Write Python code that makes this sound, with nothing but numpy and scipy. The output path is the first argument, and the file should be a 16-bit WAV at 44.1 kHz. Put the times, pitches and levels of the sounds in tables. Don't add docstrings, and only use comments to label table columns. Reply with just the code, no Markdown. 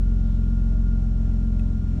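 import sys
import numpy as np
from scipy import signal
from scipy.fft import rfft, irfft
from scipy.io import wavfile
from scipy.ndimage import uniform_filter1d

SR = 44100
rng = np.random.default_rng(int(sys.argv[2]) if len(sys.argv) > 2 else 0)


def transcribe(signal):
    frames = np.atleast_2d(signal).T
    limited = np.clip(frames, -1, 1)
    pcm = np.round(limited * 32767).astype(np.int16)
    wavfile.write(sys.argv[1], SR, pcm)


def volts(x):
    e = np.asarray(x, float) / 20
    return 10 ** e


N = 88200

# time in seconds, crank speed in rpm.
CRANK_SPEED = [(0.0, 891.0), (0.2, 885.4), (0.4, 881.6), (0.6, 888.0), (0.8, 890.2), (1.0, 881.8),
               (1.2, 879.8), (1.4, 881.6), (1.6, 877.7), (1.72, 871.1), (1.82, 863.2), (1.92, 866.6),
               (2.0, 866.7)]
START_TURNS = .185
# multiple of crank speed, rms level in dB before its drift.
ORDER_LEVELS = [(2, -56), (3, -21), (4, -55), (4.5, -32.7), (6, -29.5), (7.5, -39), (8, -53), (9, -35.5),
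                (10.5, -46), (11.5, -52), (12, -40), (13, -55), (13.5, -40.5), (14, -49), (14.5, -47.5),
                (15, -35.5), (15.5, -43), (16, -56), (16.5, -55), (17.5, -52), (18, -48), (20.5, -59),
                (21, -56), (24, -61), (27, -58), (30, -63)]
# time in seconds, gain in dB.
BOOM_DRIFT = [(0, 2.5), (.25, 0), (.45, -0.5), (.65, 1.5), (.92, 1.4), (1.02, -0.5), (1.3, 0.1),
              (1.65, -0.5), (1.82, -5), (1.92, -0.5), (2, -8.5)]
# time in seconds, gain in dB.
SECOND_FIRING_DRIFT = [(0, 0), (.12, -1), (.36, -1), (.5, -1), (.72, -2.5), (.9, 1), (1.1, -2), (1.25, 0),
                       (1.43, -.5), (1.6, 2), (1.85, 1), (2, 1)]
# time in seconds, gain in dB.
FIFTH_FIRING_DRIFT = [(0, -1), (1.74, .5), (1.86, -4.5), (2, 1)]
# time in seconds, gain in dB.
STUMBLE = [(0, -2.5), (1.3, 1), (1.6, 2), (1.8, 5), (2, 8)]
STUMBLE_ORDERS = (14.5, 18, 20.5)
# frequency in Hz, left over right in dB.
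ENGINE_BALANCE = [(44, .4), (66, .6), (88, 1.5), (130, .9), (250, .9), (700, 5)]
# time in seconds, pitch in Hz, rms level in dB, both before wavering.
WHINE = [(0, 1410, -62), (.23, 1409, -59), (.33, 1400, -65), (.42, 1407, -60.5), (.58, 1405, -60.5),
         (.72, 1412, -57.5), (.81, 1412, -60), (.95, 1413, -57.5), (.99, 1398, -62.5), (1.3, 1402, -62),
         (1.6, 1395, -61), (1.72, 1397, -63.5), (1.82, 1412, -61.5), (2, 1388, -64)]
# multiple of crank speed, pitch wander in Hz, level in dB before its swell,
# left over right in dB.
HUMS = [(41.54, 8, -62.5, 7.5), (52.08, 2.7, -70, 11.5)]
# time in seconds, gain in dB.
HUM_SWELL = [(0, 4.5), (.1, -6.5), (.2, 1.5), (.5, -1), (.6, -5.5), (.73, 2.5), (.88, -7), (1.05, 2),
             (1.5, -2.5), (1.6, 3.5), (1.72, 2.5), (1.85, 2), (2, 4.5)]
# frequency in Hz, density in dB per Hz before the port trims.
RUSH_MID = [(20, -88.5), (40, -73), (200, -73.5), (280, -72.5), (370, -76), (500, -80), (1000, -89),
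            (1600, -93), (2100, -99), (2500, -98.5), (3300, -101), (4100, -101), (5100, -106), (7000, -104),
            (8500, -111), (9700, -111), (10300, -116), (10420, -150)]
# frequency in Hz, density in dB per Hz before the trims.
RUSH_SIDE = [(20, -100), (60, -89), (310, -82), (600, -88), (1300, -103), (1700, -108), (2300, -100),
             (3000, -93.5), (3500, -101), (4500, -103), (4850, -99), (5200, -106), (5500, -102),
             (6000, -111), (6600, -107), (8000, -107), (8700, -112), (9800, -110), (10700, -116),
             (11300, -132), (13000, -124), (15600, -126), (15900, -150)]
# centre in Hz, width in Hz, rms level in dB before the port trims.
HISS = [(5490, 260, -75.5), (5760, 200, -80)]
# start in seconds, length in seconds, level in dB before its swell and flutter,
# centre in Hz, width in Hz.
RUSTLES = [(.17, .22, -74.5, 3630, 400), (.2, .22, -70.5, 3200, 2200), (.4, .11, -72, 3150, 1300),
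           (1.85, .3, -71, 2350, 1300)]
# frequency in Hz, relative level in dB, 60 dB decay in seconds.
TICK_MODES = [(2600, 0, .004), (3300, -2, .005), (2050, -8, .012), (2580, -12, .04), (7800, -12, .02)]


def table(rows, at, log=False):
    rows = np.array(rows, float)
    scale = np.log if log else np.asarray
    return np.array([np.interp(scale(at), scale(rows[:, 0]), column) for column in rows.T[1:]])


def walk(rate):
    hold = int(SR / rate)
    steps = np.repeat(rng.standard_normal(N // 400), hold)[:N]
    return 1.7 * uniform_filter1d(uniform_filter1d(steps, hold), hold)


def coloured(rows, white):
    hz = np.arange(1, N // 2 + 2) * SR / N
    gain = volts(table(rows, hz, log=True)[0])
    return irfft(white * gain, N) * np.sqrt(SR / 2)


def band(hz, width_hz, db):
    peak = signal.iirpeak(hz, hz / width_hz, fs=SR)
    once = signal.lfilter(*peak, rng.standard_normal(N))
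    twice = signal.lfilter(*peak, once)
    return twice * volts(db) / np.std(twice)


def tone(gain, phase, pan_db, lag_rad):
    left = np.sqrt(2) * gain * np.sin(phase)
    right = np.sqrt(2) * gain * np.sin(phase - lag_rad)
    return np.array([left * volts(pan_db / 2), right * volts(-pan_db / 2)])


def cabin_lag(order, hz):
    if order % 3 == 0:
        panel_hz, panel_width_hz = 237, 45
        return 2 * np.arctan2(hz * panel_width_hz, panel_hz ** 2 - hz ** 2)
    if order % 1.5 == 0:
        bank_rad, knee_hz, pipe_delay_s = .72, 105, .0083
        return bank_rad + 2 * np.pi * pipe_delay_s * max(hz - knee_hz, 0)
    ring_order, most_rad = 14, 1.5
    return min(order - ring_order, most_rad) if order > ring_order else np.pi


def engine(t, turns, crank_hz):
    scatter_db, sway_rad, rate_per_s = .9, .12, 11
    drift_db = {3: table(BOOM_DRIFT, t)[0], 6: table(SECOND_FIRING_DRIFT, t)[0],
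                15: table(FIFTH_FIRING_DRIFT, t)[0]}
    for order in STUMBLE_ORDERS:
        drift_db[order] = table(STUMBLE, t)[0]
    out = 0
    for order, db in ORDER_LEVELS:
        hz = order * crank_hz
        loose = .3 if order <= 4.5 else 1
        gain = volts(db + loose * scatter_db * walk(rate_per_s) + drift_db.get(order, 0))
        sway = loose * sway_rad * walk(rate_per_s)
        phase = 2 * np.pi * order * turns - cabin_lag(order, hz) + sway
        if order == 3:
            phase = phase - .12 + .06 * drift_db[3]
        pan_db = table(ENGINE_BALANCE, hz, log=True)[0]
        out = out + tone(gain, phase, pan_db, lag_rad=.072)
    return out


def alternator(t):
    hz, db = table(WHINE, t)
    phase = 2 * np.pi * np.cumsum(hz + 2.5 * walk(40)) / SR
    gain = volts(db + 1.5 * walk(70))
    return tone(gain, phase, pan_db=4.5, lag_rad=.66)


def accessory_hums(t, turns):
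    out = 0
    for order, wander_hz, db, pan_db in HUMS:
        wander_turns = np.cumsum(wander_hz * walk(35)) / SR
        phase = 2 * np.pi * (order * turns + wander_turns)
        gain = volts(db + table(HUM_SWELL, t)[0] + 2.56 * walk(25))
        out = out + tone(gain, phase, pan_db, lag_rad=.24)
    return out


def rush(t, turns):
    flicker_db = .4
    pulse = volts(.6 * np.cos(2 * np.pi * 3 * turns) + flicker_db * walk(12.03))
    common = rfft(rng.standard_normal(N))
    apart = rfft(rng.standard_normal(N))
    mid = coloured(RUSH_MID, common) * pulse
    mid = mid + sum(band(*row) for row in HISS)
    mid = mid + band(286, 190, -62.5) * (volts(table(STUMBLE, t)[0]) - 1)
    share = .39
    side_noise = share * 1j * common + np.sqrt(1 - share ** 2) * apart
    side = coloured(RUSH_SIDE, side_noise) * volts(flicker_db * walk(20))
    return np.array([(mid + side) * volts(-.64), (mid - side) * volts(-1.02)])


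def hand_rustles(t):
    out = 0
    for start_s, length_s, db, hz, width_hz in RUSTLES:
        progress = np.clip((t - start_s) / length_s, 0, 1)
        swell = np.sin(np.pi * progress) ** .5
        out = out + swell * band(hz, width_hz, db)
    return out * volts(1.2 * walk(100))


def plastic_tick(t):
    age = np.maximum(t - 1.5957, 0)
    tick = 0
    for hz, db, t60 in TICK_MODES:
        decay = np.exp(-np.log(1000) * age / t60)
        tick = tick + volts(db) * np.cos(2 * np.pi * hz * age) * decay
    rise = 1 - np.exp(-age / .00025)
    tick = tick * rise * volts(-37)
    return np.array([tick, np.roll(tick, 3) * volts(.5)])


def scene():
    t = np.arange(N) / SR
    speed_hz = table(CRANK_SPEED, t)[0] / 60
    turns = START_TURNS + np.cumsum(speed_hz) / SR
    running = engine(t, turns, speed_hz.mean()) + alternator(t) + accessory_hums(t, turns) + rush(t, turns)
    return running + hand_rustles(t) + plastic_tick(t)


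def low_pass(x):
    return signal.sosfilt(signal.butter(12, 15650, fs=SR, output="sos"), x)


def record(dry):
    return low_pass(dry)


dry = scene()
out = record(dry)
transcribe(out)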